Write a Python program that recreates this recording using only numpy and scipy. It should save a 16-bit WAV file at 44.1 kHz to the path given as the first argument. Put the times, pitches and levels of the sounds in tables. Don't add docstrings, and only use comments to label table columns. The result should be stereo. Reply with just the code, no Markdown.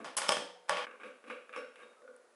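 import sys
import numpy as np
from scipy import signal
from scipy.fft import rfft, irfft
from scipy.io import wavfile

SR = 44100
rng = np.random.default_rng(int(sys.argv[2]) if len(sys.argv) > 2 else 0)


def to_wav(sig):
    pcm = np.clip(np.atleast_2d(sig), -1, 1) * 32767
    pcm = np.round(pcm).astype(np.int16)
    wavfile.write(sys.argv[1], SR, pcm.T)


N = 103635
T = np.arange(N) / SR

# freq_hz, t60_s
ROOM_T60 = [(150, 0.2), (500, .5), (1200, 0.4948), (3000, .5), (6000, 0.4551), (11000, 0.31)]
# freq_hz, gain_db
ROOM_TONE = [(100, -3.5), (200, 3.5), (500, 3.5), (1000, -2), (2000, 1.5), (4000, 6.5), (7000, 2),
             (11000, 2)]
# freq_hz, side_over_mid_db
ROOM_WIDTH = [(200, -15), (700, -7.5), (1400, -2.5), (2800, 0.5), (6000, -0.5), (11000, -3.5)]
# freq_hz, relative_db
ROOM_NOISE = [(30, -30), (100, -20), (250, -4.5), (500, 14.5), (800, 4), (1400, 5.5), (3000, -6),
              (5000, -8.5), (11000, -10)]
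# start_s, level_db, pitch_hz, swell_s, t60_s, room_send_db
PITCHED_RINGS = [(0.001, -25, 660, .002, .08, -2), (0.168, -15, 1020, .005, .04, -2),
                 (0.556, -34, 740, .004, .06, 0), (0.166, -9, 10660, .002, .05, -9.5),
                 (0.2843, -10.5, 5390, 0.0014, 0.039, -5), (0.319, -7.5, 3200, .0005, 0.021, -3),
                 (0.321, -13, 5250, .0005, .03, -9), (0.321, -15.5, 8280, .0005, 0.021, -2.5),
                 (1.297, -24, 2500, 0.0025, .02, -2), (1.493, -32, 1650, .001, .015, -6),
                 (1.564, -34.5, 5400, 0.00085, 0.026, 1.5), (1.824, -37, 3722, 0.043, 0.1, -5.5),
                 (1.96, -34, 1284, .05, 0.22, -7.5), (2.018, -33, 530, .005, .03, 3),
                 (2.077, -30.5, 1450, .002, .035, -7)]
# start_s, level_db, bass_db, bite_db, treble_db, grind_s, room_send_db, ring_db
BASE_KNOCKS = [(0.002, -25, 14.5, -6.5, 0, 0.0026, 7, -20), (0.867, -19.5, -5, -4.5, -12, .005, 1, -10.5),
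               (0.911, -27, 5, 1, -6, 0.0036, -18, -18), (1.033, -20, 2, 0.5, -1, 0.007, 2.5, -1.5),
               (1.056, -29.5, 13, -1, 8, 0.009, 6.5, -0.5), (1.24, -30.5, 11, 2, 2, .008, 1.5, 2),
               (1.300, -15, -1, 1.5, -6, 0.0083, 2, -4), (1.493, -27.5, -1.5, -1, -1.5, 0.0041, -1, -1.5),
               (1.562, -17, -1.5, -3, 3, 0.0015, 4, 3), (1.577, -20.5, 4.5, -6, 0, 0.0047, -3.5, -5),
               (1.757, -30, -3, 7, 10, .004, 1, -1), (1.832, -32.5, 9, -1.5, -0.5, 0.0033, 2.5, 0.5),
               (2.019, -37.5, -2, -9, -5.5, 0.0023, -4.5, 8.5), (2.077, -34, -11, -18, -8, 0.0018, -0.5, 9)]
# start_s, length_s, level_db, bass_db, bite_db, treble_db
MOUNT_CREAKS = [(0.881, 0.08, -60.5, -2.5, -4, -19), (0.996, 0.029, -54, 2.5, -1, -2),
                (1.266, 0.065, -54.5, 9.5, 1.5, 8), (1.526, 0.042, -48.5, -10.5, 4.5, -1),
                (1.781, 0.059, -59, 4.5, 1, 5.5), (1.87, 0.061, -69, -2, -9, -6)]
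# centre_hz, width_hz, gain_db
BASE_BODY = [(231.5, 61, -6.5), (515, 95, -1), (880, 190, -6.5), (1158, 128, 4.5), (1577, 196, 2.5),
             (2260, 278, -0.5), (2624, 496, -4), (3970, 133, -23), (5400, 200, -45), (10260, 1200, -28.5)]
# pitch_hz, gain_db, t60_s
BASE_MODES = [(240, -16.5, 0.5), (274, -14, 0.36), (452, -5.5, 0.42), (495.8, 3.5, 0.42),
              (514.5, 1.5, 0.37), (576, -2.5, 0.4), (591.4, -12, 0.32), (1130, -13.5, 0.39),
              (1172, -13.5, 0.31), (1417, -9, 0.46), (1470, -8.5, .4), (1533, -9.5, 0.29)]
# start_s, level_db, bass_db, bite_db, treble_db, grind_s, room_send_db, ring_db
CLAMP_CLACKS = [(0.0445, -17, -6.5, -4.5, -7, 0.0062, 7, -9), (0.056, -26.5, 18, -4, -9, 0.0059, -3, 1),
                (0.167, -8, 7, -3, 22.5, 0.0085, -0.5, -23.5),
                (0.1755, -5.5, -8, 1, 17.5, 0.012, -16.5, -24),
                (0.184, -9, -8.5, 0, -3.5, 0.003, -1, -13.5),
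                (0.217, -10, -14.5, -2.5, 0, 0.0072, 1.5, -7.5),
                (0.286, -12.5, 4.5, 1, 8.5, 0.005, -2.5, -6), (0.291, 2, 0, -3.5, 2, 0.0017, -2.5, 0.5),
                (0.320, -4.5, 1.5, 4, 7.5, 0.0038, -3.5, -23.5), (0.368, -9, 12.5, -1, 3, 0.0021, -1, -11),
                (0.681, -32, -3, -3, -4, .004, -3, -15), (0.687, -22.5, -14, -6, -8.5, 0.0053, 14, 5),
                (0.694, -0.5, -11.5, -1, -6.5, 0.0016, -1.5, 1.5),
                (0.769, -12, -4, 8, -1.5, 0.0026, 3.5, 5)]
# start_s, length_s, level_db, bass_db, bite_db, treble_db
CLAMP_SLIDES = [(0.189, 0.12, -44.5, -4.5, 0.5, 3), (0.711, 0.14, -44.5, -5.5, 2.5, -20)]
# centre_hz, width_hz, gain_db
CLAMP_BODY = [(185, 126, -14.5), (546, 87, 0), (830, 130, 0), (1140, 153, 2.5), (1460, 140, -1),
              (1720, 220, -3), (2290, 390, -6), (3070, 590, -7.5), (4460, 350, -14), (4980, 460, -12),
              (6730, 1600, -17), (8160, 1320, -16), (10800, 900, -21)]
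# pitch_hz, gain_db, t60_s
RACQUET_MODES = [(181.1, -20, .6), (493.4, -8.5, 0.79), (534, -10.5, 0.38), (582, 1, 0.31),
                 (629, 0.5, 0.21), (814, -7, 0.34), (913, -14.5, 0.79), (949, -5, 0.21), (1120, 1, 0.25),
                 (1401, -13, 0.3), (1753, -10.5, 0.33), (1870, -22.5, 0.5), (3037, -15.5, .4),
                 (3145, -13.5, .4), (3230, -16, .45)]
# start_s, level_db
STAND_THUMPS = [(0.169, -37.5), (0.695, -33)]
# centre_hz, width_hz, gain_db
STAND_BODY = [(60, 50, 0)]
# centre_s, half_width_s, depth_db
LEVEL_DIPS = [(0.159, 0.0022, 19), (0.86, 0.0034, -1)]

BASS_HZ, BITE_HZ, TREBLE_HZ, BITE_DAMPING = 477, 2700, 4500, 0.8
GRIT_HZ, GRIT_DB = 1390, 0.5
SLIPS_PER_S, RUB_ROOM_DB = 900, -1


def from_db(db):
    return 10 ** (np.asarray(db) / 20)


def at_hz(points, hz):
    freqs, values = np.transpose(points)
    return np.interp(np.log(hz + 1e-9), np.log(freqs), values)


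def unit(x):
    return x / np.sqrt(np.sum(x ** 2) + 1e-20)


def add(track, start_s, x):
    i = int(start_s * SR)
    track[i:i + len(x)] += x[:N - i]


def butter(x, hz, kind):
    return signal.sosfilt(signal.butter(2, hz, kind, fs=SR, output="sos"), x + 1e-18)


def tone(x, bass_db, bite_db, treble_db):
    for hz, low_db, high_db in ((BASS_HZ, bass_db, 0), (TREBLE_HZ, 0, treble_db)):
        w, g = 2 * SR * np.tan(np.pi * hz / SR), from_db((low_db - high_db) / 4)
        shelf = [1, np.sqrt(2) * w * g, (w * g) ** 2], [1, np.sqrt(2) * w / g, (w / g) ** 2]
        x = from_db(high_db) * signal.lfilter(*signal.bilinear(*shelf, SR), x)
    w, g = 2 * np.pi * BITE_HZ, from_db(bite_db / 2)
    peak = [1, BITE_DAMPING * w * g, w * w], [1, BITE_DAMPING * w / g, w * w]
    return signal.lfilter(*signal.bilinear(*peak, SR), x)


def body(force, resonances):
    out = 0
    for k, (hz, width_hz, db) in enumerate(resonances):
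        radius = np.exp(-np.pi * width_hz / SR)
        feedback = [1, -2 * radius * np.cos(2 * np.pi * hz / SR), radius ** 2]
        band = (1 - radius ** 2) / 2 * signal.lfilter([1, 0, -1], feedback, force + 1e-18)
        out += (-1) ** k * from_db(db) * band
    return out


def mode(hz, swell_s, t60_s):
    t = T[:SR]
    return np.sin(2 * np.pi * hz * t) * (1 - np.exp(-t / swell_s)) * from_db(-60 * t / t60_s)


def wide_noise(size):
    hz = np.linspace(0, SR / 2, size // 2 + 1)
    mid, side = rfft(rng.standard_normal((2, size)))
    width = from_db(at_hz(ROOM_WIDTH, hz))
    return hz, (mid + side * width * [[1], [-1]]) / np.sqrt(1 + width ** 2)


def room_noise(rms_db=-64.5):
    hz, noise = wide_noise(N)
    hiss = irfft(noise * from_db(at_hz(ROOM_NOISE, hz)), N)
    return from_db(rms_db) * np.sqrt(2 * N) * unit(hiss)


def room_tail(x, build_s=0.0029):
    t, tail = T[:SR], 0
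    hz, noise = wide_noise(SR)
    edges = np.geomspace(60, 13000, 24)
    for low, high in zip(edges, edges[1:]):
        centre = np.sqrt(low * high)
        band = irfft(noise * ((hz >= low) & (hz < high)), SR)
        envelope = (1 - np.exp(-t / build_s)) * from_db(-60 * t / at_hz(ROOM_T60, centre))
        gain = 2 * np.sqrt((high - low) / SR) * from_db(at_hz(ROOM_TONE, centre))
        tail += gain * unit(band * envelope)
    return signal.fftconvolve(x[None], tail, axes=1)[:, :N]


def pitched_rings():
    direct, send = np.zeros((2, N))
    for start_s, db, hz, swell_s, t60_s, room_db in PITCHED_RINGS:
        ring = from_db(db) * unit(mode(hz, swell_s, t60_s))
        add(direct, start_s, ring)
        add(send, start_s, from_db(room_db) * ring)
    return direct + room_tail(send)


def machine_part(blows, rubs, resonances, modes, ring_db, swell_s, left_db):
    def response(force, colour):
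        return unit(tone(butter(body(force, resonances), hz=130, kind="high"), *colour))

    direct, send, strikes = np.zeros((3, N))
    t = T[:SR // 10]
    click = 1.0 * (t == 0)
    for start_s, db, *colour, grind_s, room_db, blow_ring_db in blows:
        grit = unit(rng.standard_normal(len(t)) * np.exp(-t / grind_s))
        force = butter(click, GRIT_HZ, "low") + from_db(GRIT_DB) * butter(grit, GRIT_HZ, "high")
        add(direct, start_s, from_db(db) * response(force, colour))
        add(send, start_s, from_db(db + room_db) * response(click, colour))
        add(strikes, start_s, from_db([db + blow_ring_db + ring_db]))
    t = T[:SR // 4]
    for start_s, length_s, db, *colour in rubs:
        slips = (rng.random(len(t)) < SLIPS_PER_S / SR) & (t < length_s)
        force = slips * rng.choice([-1, 1], len(t))
        rub = from_db(db) * np.sqrt(length_s * SR) * response(force, colour)
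        add(direct, start_s, rub)
        add(send, start_s, from_db(RUB_ROOM_DB) * rub)
    ring = sum(from_db(db) * (-1) ** k * mode(hz, swell_s, t60) for k, (hz, db, t60) in enumerate(modes))
    ringing = signal.fftconvolve(strikes, ring)[:N]
    pan = from_db([[left_db / 2], [-left_db / 2]])
    return (direct + ringing + room_tail(send)) * pan


def hollow_base():
    return machine_part(BASE_KNOCKS, MOUNT_CREAKS, BASE_BODY, BASE_MODES,
                        ring_db=-25.5, swell_s=0.027, left_db=3)


def string_clamp(stop_s=0.8633, fade_s=0.018):
    sound = machine_part(CLAMP_CLACKS, CLAMP_SLIDES, CLAMP_BODY, RACQUET_MODES,
                         ring_db=-33, swell_s=0.0098, left_db=1)
    return sound * np.clip((stop_s - T) / fade_s, 0, 1)


def stand_thumps():
    out = np.zeros(N)
    thud = unit(body(signal.unit_impulse(SR // 4), STAND_BODY))
    for start_s, db in STAND_THUMPS:
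        add(out, start_s, from_db(db) * thud)
    return out


def metal_tick(start_s=2.164, level_db=-40.5, centre_hz=9030, width_hz=1800, decay_s=0.00068):
    out, t = np.zeros(N), T[:SR // 20]
    force = rng.standard_normal(len(t)) * np.exp(-t / decay_s)
    add(out, start_s, from_db(level_db) * unit(body(force, [(centre_hz, width_hz, 0)])))
    return out


def scene():
    return (room_noise() + pitched_rings() + hollow_base() + string_clamp()
            + stand_thumps() + metal_tick())


def record(dry, cutoff_hz=11050):
    dip_db = sum(depth * np.exp(-((T - s) / width) ** 2) for s, width, depth in LEVEL_DIPS)
    lowpass = signal.ellip(10, .2, 70, cutoff_hz, fs=SR, output="sos")
    return signal.sosfilt(lowpass, dry * from_db(-dip_db))


dry = scene()
out = record(dry)
to_wav(out)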